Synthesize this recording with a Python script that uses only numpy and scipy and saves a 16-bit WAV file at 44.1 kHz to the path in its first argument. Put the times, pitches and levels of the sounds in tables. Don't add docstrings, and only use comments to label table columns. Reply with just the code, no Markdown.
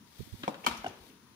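import sys
import numpy as np
from scipy import signal
from scipy.io import wavfile
from scipy.ndimage import uniform_filter1d

SR = 44100
rng = np.random.default_rng(int(sys.argv[2]) if len(sys.argv) > 2 else 0)


def boost(x):
    u = np.asarray(x, float) / 20
    return 10 ** u


def transcribe(u):
    v = np.clip(np.atleast_2d(u).T, -1, 1)
    q = np.round(v * 32767).astype(np.int16)
    wavfile.write(sys.argv[1], SR, q)


N = 59535
ROOM_PATHS = 5


def evened(x):
    return x / np.sqrt(np.mean(x ** 2) + 1e-20)


def read(points, hz):
    f, value = np.transpose(points)
    return np.interp(np.log(hz + 1), np.log(f + 1), value)


def add(mix, start_s, sound):
    part = mix[:, round(start_s * SR):][:, :sound.shape[1]]
    part += sound[:, :part.shape[1]]


def sides(left_db):
    return boost(np.array([left_db / 2, -left_db / 2]))


def bump(n, length_s):
    return np.sin(np.pi * np.clip(np.arange(n) / SR / length_s, 0, 1))


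def resonate(x, hz, width_hz):
    turn = np.exp(2j * np.pi * hz * np.arange(x.shape[-1]) / SR)
    r = np.exp(-np.pi * width_hz / SR)
    for _ in range(2):
        x = 2 * (turn * signal.lfilter([1 - r], [1, -r], x / turn)).real
    return x


def pair(shape_db, size, like):
    # f/Hz, correlation
    likeness = [(60, 1), (240, 1), (950, 0.26), (3770, -0.21), (15000, -0.11)]
    frames, hz = 4 * N // size + 5, np.fft.rfftfreq(size, 1 / SR)
    a, b, c, d = rng.standard_normal((frames, len(hz), 4)).T
    same = np.clip(like * read(likeness, hz), -1, 1)[:, None]
    left, other = a + 1j * b, c + 1j * d
    z = np.array([left, same * left + np.sqrt(1 - same ** 2) * other])
    z = z * boost(shape_db(hz[:, None], np.arange(frames) * size / 4 / SR))
    return signal.istft(z, nperseg=size, noverlap=3 * size // 4)[1][:, :N]


def floor():
    # f/Hz, density/dB per Hz
    tone_db = [(30, -20), (70, -13.5), (100, -8.5), (240, -5), (630, -26), (1100, -18), (3000, -25.5),
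               (6400, -24.5), (8200, -40), (16000, -70)]
    # f/Hz, left-right/dB
    tone_left_db = [(60, 2.5), (240, 1), (950, 5.5), (3770, 9.5), (15000, -4)]
    # f/Hz, width/Hz, level/dB
    appliances = [(947, 64, -74.5), (10120, 2100, -74), (15400, 870, -75)]

    def shape(hz, t_s):
        half = np.array([0.5, -0.5])[:, None, None]
        return read(tone_db, hz) + half * read(tone_left_db, hz) + 0 * t_s

    tone = pair(shape, size=1024, like=0.81)
    bands = np.zeros((2, N))
    for hz, width_hz, db in appliances:
        bands += boost(db) * evened(resonate(rng.standard_normal((2, N)), hz, width_hz))
    return boost(-61) * evened(tone) + bands * sides(3.5)[:, None]


def sleeve():
    # f/Hz, density/dB per Hz
    cloth_db = [(290, -26), (500, -2), (843, -6.5), (1300, -14), (2130, -2), (2730, -8), (3500, 0.5),
                (7500, -10.5), (11000, -8.5), (15000, -8.5)]
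    # t/s, level/dB
    arm = [(0, -72.5), (.1, -66), (.19, -57.5), (.3, -59.5), (.43, -57.5), (.56, -65.5), (.66, -59.5),
           (.96, -66.5), (1.06, -60.5), (1.2, -74.5)]
    left_db = 9
    flicker_db = 1.23 * evened(uniform_filter1d(rng.standard_normal(N), 300))
    hiss = evened(pair(lambda hz, t_s: read(cloth_db, hz) + 0 * t_s, size=256, like=1.0))
    move_db = np.interp(np.arange(N) / SR, *np.transpose(arm))
    return hiss * boost(move_db + flicker_db) * sides(left_db)[:, None]


def thumps():
    # t/s, length/s, level/dB, f/Hz, left-right/dB
    pushes = [(.002, 0.043, -53.5, 179, 6), (.245, 0.066, -56, 95, -18), (.375, .05, -55, 110, -5.5),
              (0.384, 0.069, -51.5, 222, 3.5), (0.414, 0.039, -47, 122, -30), (0.673, 0.071, -52, 58.3, 0),
              (.676, 0.032, -44, 290, 3), (0.754, 0.075, -56, 62.4, -1), (0.847, 0.021, -45, 330, -9),
              (0.866, 0.054, -52, 102, 0.5), (0.987, 0.057, -56, 55, 4), (1.031, 0.14, -60.5, 280, 0.5),
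              (1.218, 0.038, -58, 249, 8), (1.237, 0.077, -67, 1010, 4), (1.33, 0.013, -61, 200, 12)]
    q = 2.9
    out = np.zeros((2, N))
    for start_s, length_s, db, hz, left_db in pushes:
        lump = evened(resonate(rng.standard_normal(8000), hz, hz / q)[2000:])
        push = bump(6000, length_s)
        lumpy = lump * push
        lumpy = lumpy / np.sqrt(np.mean(lumpy ** 2) / np.mean(push ** 2))
        gains = boost(np.minimum([left_db, -left_db], 0))
        add(out, start_s, boost(db) * np.outer(gains, lumpy))
    return out


def scuffs():
    # t/s, length/s, level/dB, f/Hz
    rubs = [(.637, 0.011, -45.5, 2310), (.644, 0.0078, -39.5, 2860), (.638, 0.0123, -41.5, 780),
            (.647, 0.0075, -38.5, 295), (.643, 0.012, -50.5, 6000), (.640, 0.0063, -54, 1670),
            (.652, 0.0079, -63, 2400), (.770, 0.0098, -47.5, 5860), (.770, 0.0097, -51, 10800),
            (.186, 0.01, -69, 4700), (1.1, 0.0062, -60, 2800), (.433, 0.0054, -45, 3100),
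            (.843, .005, -49, 2140), (.843, .005, -48.5, 3220), (0.88, .006, -48.5, 5850)]
    q, grains_per_s = 2.8, 8000
    out = np.zeros((2, N))
    for start_s, length_s, db, hz in rubs:
        grains = rng.standard_normal((2000, 2)).T * (rng.random(2000) < grains_per_s / SR)
        add(out, start_s, boost(db) * bump(2000, length_s) * evened(resonate(grains, hz, hz / q)))
    return out


def fingers():
    # t/s, length/s, peak/dB, f/Hz
    presses = [(.190, 0.015, -31, 92), (0.2, 0.013, -30.5, 178), (.201, .012, -34.5, 404),
               (0.2, 0.021, -29.5, 121), (.222, 0.013, -36.5, 136), (0.32, 0.025, -30.5, 82),
               (.336, 0.013, -35.5, 188), (.342, 0.019, -38.5, 106), (.337, 0.011, -44, 355),
               (0.27, 0.013, -42, 278)]
    left_db = -30
    out, t_s = np.zeros((2, N)), np.arange(2000) / SR
    for start_s, length_s, db, hz in presses:
        press = bump(2000, length_s) ** 2 * np.sin(2 * np.pi * hz * t_s)
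        add(out, start_s, boost(db) * np.outer([boost(left_db), 1], press))
    return out


def strike(modes, hits, lag_s, wet_db):
    rise_cycles, detune, broad_hz = 0.94, 0.012, 480
    slip_odds, slip_share = 0.08, 0.3
    crack_t60_s, crack_rise_s = 0.042, 0.0003
    t_s, out = np.arange(SR // 6) / SR, np.zeros((2 + ROOM_PATHS, N))
    since = np.maximum(t_s - np.array([[lag_s], [0], [0]]), 0)
    band = signal.butter(1, [1360, 7400], "bandpass", fs=SR)
    for path, (start_s, db, contact_ms, crack_db) in enumerate(hits):
        ring = 0
        tunes = 1 + detune * rng.uniform(-0.87, 1, len(modes))
        for (hz, mode_db, t60_s, left_db), tune in zip(modes, tunes):
            damp = np.array([[1], [1], [1 + hz / broad_hz]])
            push = np.append(sides(left_db), 1)[:, None] * np.sqrt(damp) / (1 + (hz * contact_ms / 1000) ** 2)
            rise = 1 - np.exp(-since * damp * hz / rise_cycles)
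            decay = boost(mode_db - 60 * since * damp / t60_s)
            ring = ring + push * rise * decay * np.sin(2 * np.pi * hz * tune * since)
        later_slips = rng.uniform(-slip_share, slip_share, 30) * (rng.random(30) < slip_odds)
        slips = np.append(1, later_slips)
        noise = signal.lfilter(*band, signal.lfilter(*band, rng.standard_normal(since.shape)))
        crack_decay = boost(db + crack_db - 60 * since / crack_t60_s)
        crack = crack_decay * np.minimum(since / crack_rise_s, 1) * noise
        add(out[:2], start_s, boost(db) * signal.lfilter(slips, [1], ring[:2]) + crack[:2])
        to_room = boost(wet_db) * (boost(db) * ring[2:] + crack[2:])
        add(out[2 + path % ROOM_PATHS:][:1], start_s, to_room)
    return out


def rim_knocks():
    # f/Hz, level/dB, t60/s, left-right/dB
    modes = [(280, -1.5, 0.024, 0), (548, -10.5, 0.045, 2), (1235, -7.5, 0.015, 18), (1565, 4, 0.012, 6),
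             (1990, -1.5, 0.014, 6), (2600, 0, 0.021, 5), (3120, 10, 0.0079, 8), (3770, -19.5, 0.019, 37)]
    # t/s, peak/dB, contact/ms, crack/dB
    hits = [
        (.4340, -35, 0.043, -21),
        (0.4338, -28.5, 0.68, -20),
        (0.4368, -21.5, 1, -32),
        (0.5433, -38.5, 0.33, -11),
    ]
    return strike(modes, hits, lag_s=0.00019, wet_db=-23.5)


def shell_clacks():
    # f/Hz, level/dB, t60/s, left-right/dB
    modes = [(208, 1, 0.05, -2), (311, 2, 0.045, 0), (553, 3.5, 0.031, -1.5), (748, 11.5, 0.018, 3),
             (931, -1.5, 0.026, 18), (1600, -14, 0.0091, -32), (2310, -12.5, 0.032, 17.5),
             (3310, -11, 0.022, 15.5), (6000, -24, 0.012, 3)]
    # t/s, peak/dB, contact/ms, crack/dB
    hits = [
        (.4782, -23, 0.33, -11.5),
        (0.4829, -28, 2.7, -18),
        (0.4904, -31.5, 1.6, -10),
    ]
    return strike(modes, hits, lag_s=0.00041, wet_db=-23)


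def metal_clacks():
    # f/Hz, level/dB, t60/s, left-right/dB
    modes = [(247.5, -10.5, 0.062, -2.5), (349.3, -16, 0.054, -2), (813, -20, 0.039, -19),
             (970, -5.5, 0.027, 12.5), (1239, -4, 0.022, 15), (1385, -3, 0.014, 10), (2315, -3.5, 0.029, 0),
             (3060, -3.5, 0.021, 12.5), (4330, -2.5, 0.014, -1), (5950, -11, 0.018, 10),
             (7300, -31, 0.0086, 3), (10110, -7, 0.016, -5), (11930, -16, 0.0089, 1),
             (14500, -12, 0.023, 6)]
    # t/s, peak/dB, contact/ms, crack/dB
    hits = [
        (0.6637, -23, .03, 2),
        (.6655, -14, .4, -14.5),
        (0.6676, -25.5, 0.075, -6.5),
        (.6718, -24, 0.35, -7),
        (0.6773, -28.5, .4, -6),
        (.6850, -30, .2, 0),
        (.712, -30.5, 0.59, -5),
        (0.7222, -34, 0.54, -4),
        (.748, -35, 0.59, -6.5),
    ]
    return strike(modes, hits, lag_s=0.000432, wet_db=-21)


def seating():
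    # f/Hz, level/dB, t60/s, left-right/dB
    modes = [(263, -18, 0.069, 1), (472, -9, .025, 3), (727, 4.5, 0.013, 2.5), (1564, -4, .013, 1),
             (2300, -16.5, .015, 13), (2920, -5.5, .012, 11.5), (4470, -28, 0.0098, 0)]
    # t/s, peak/dB, contact/ms, crack/dB
    hits = [
        (.8437, -21.5, 0.59, -21),
        (0.8475, -32.5, 0.95, -37),
        (.8614, -30.5, 0.53, -34),
        (.8628, -25, 0.29, -28),
        (.8642, -25.5, 0.28, -23),
        (.8656, -26, 0.37, -13.5),
        (0.8711, -33.5, 1.2, -36),
        (.8780, -29, 1.3, -39),
    ]
    return strike(modes, hits, lag_s=0.00018, wet_db=-20.5)


def kitchen(x):
    # f/Hz, t60/s
    tail_t60_s = [(60, 0.31), (250, 1), (600, 0.57), (1200, 0.74), (3000, 0.69), (7000, 0.49),
                  (15000, 0.16)]
    # f/Hz, level/dB
    tail_db = [(60, -30), (250, -8), (600, -17), (1200, -10), (3000, -9.5), (7000, -12), (15000, -4.5)]
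    early_db, early_t60_s = 13, 0.044
    gap_s, left_db = 0.004, 4

    def shape(hz, t_s):
        late = boost(-60 * t_s / read(tail_t60_s, hz))
        early = boost(early_db - 60 * t_s / early_t60_s)
        return read(tail_db, hz) + 20 * np.log10(late + early)

    tail = pair(shape, size=256, like=0.97)
    tail = tail * np.clip(np.arange(N) / SR / gap_s - 1, 0, 1) * 0.44
    x = signal.sosfilt(signal.butter(2, 110, "highpass", fs=SR, output="sos"), x)
    return signal.fftconvolve(x[None], tail * sides(left_db)[:, None], axes=1)[:, :N] / 10


def scene():
    lid = rim_knocks() + shell_clacks() + metal_clacks() + seating()
    rub = scuffs()
    add(lid[-1:], 0, boost(-20) * rub[:1])
    room = sum(kitchen(path) for path in lid[2:])
    return lid[:2] + rub + room + thumps() + fingers() + sleeve() + floor()


def top_cut(x):
    return signal.sosfilt(signal.butter(12, 16520, fs=SR, output="sos"), x)


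def record(dry):
    shelf_hz, shelf_db, edge_hz = 15600, -22, 16050
    corners_hz = [0, shelf_hz - 150, shelf_hz + 150, edge_hz, edge_hz + 150, SR / 2]
    gains = [1, 1, boost(shelf_db), boost(shelf_db), 0, 0]
    top = signal.firwin2(511, corners_hz, gains, window=("kaiser", 8), fs=SR)
    cut = signal.sosfilt(signal.butter(2, 42, "highpass", fs=SR, output="sos"), dry)
    return top_cut(signal.oaconvolve(cut, top[None], "same"))


dry = scene()
out = record(dry)
transcribe(out)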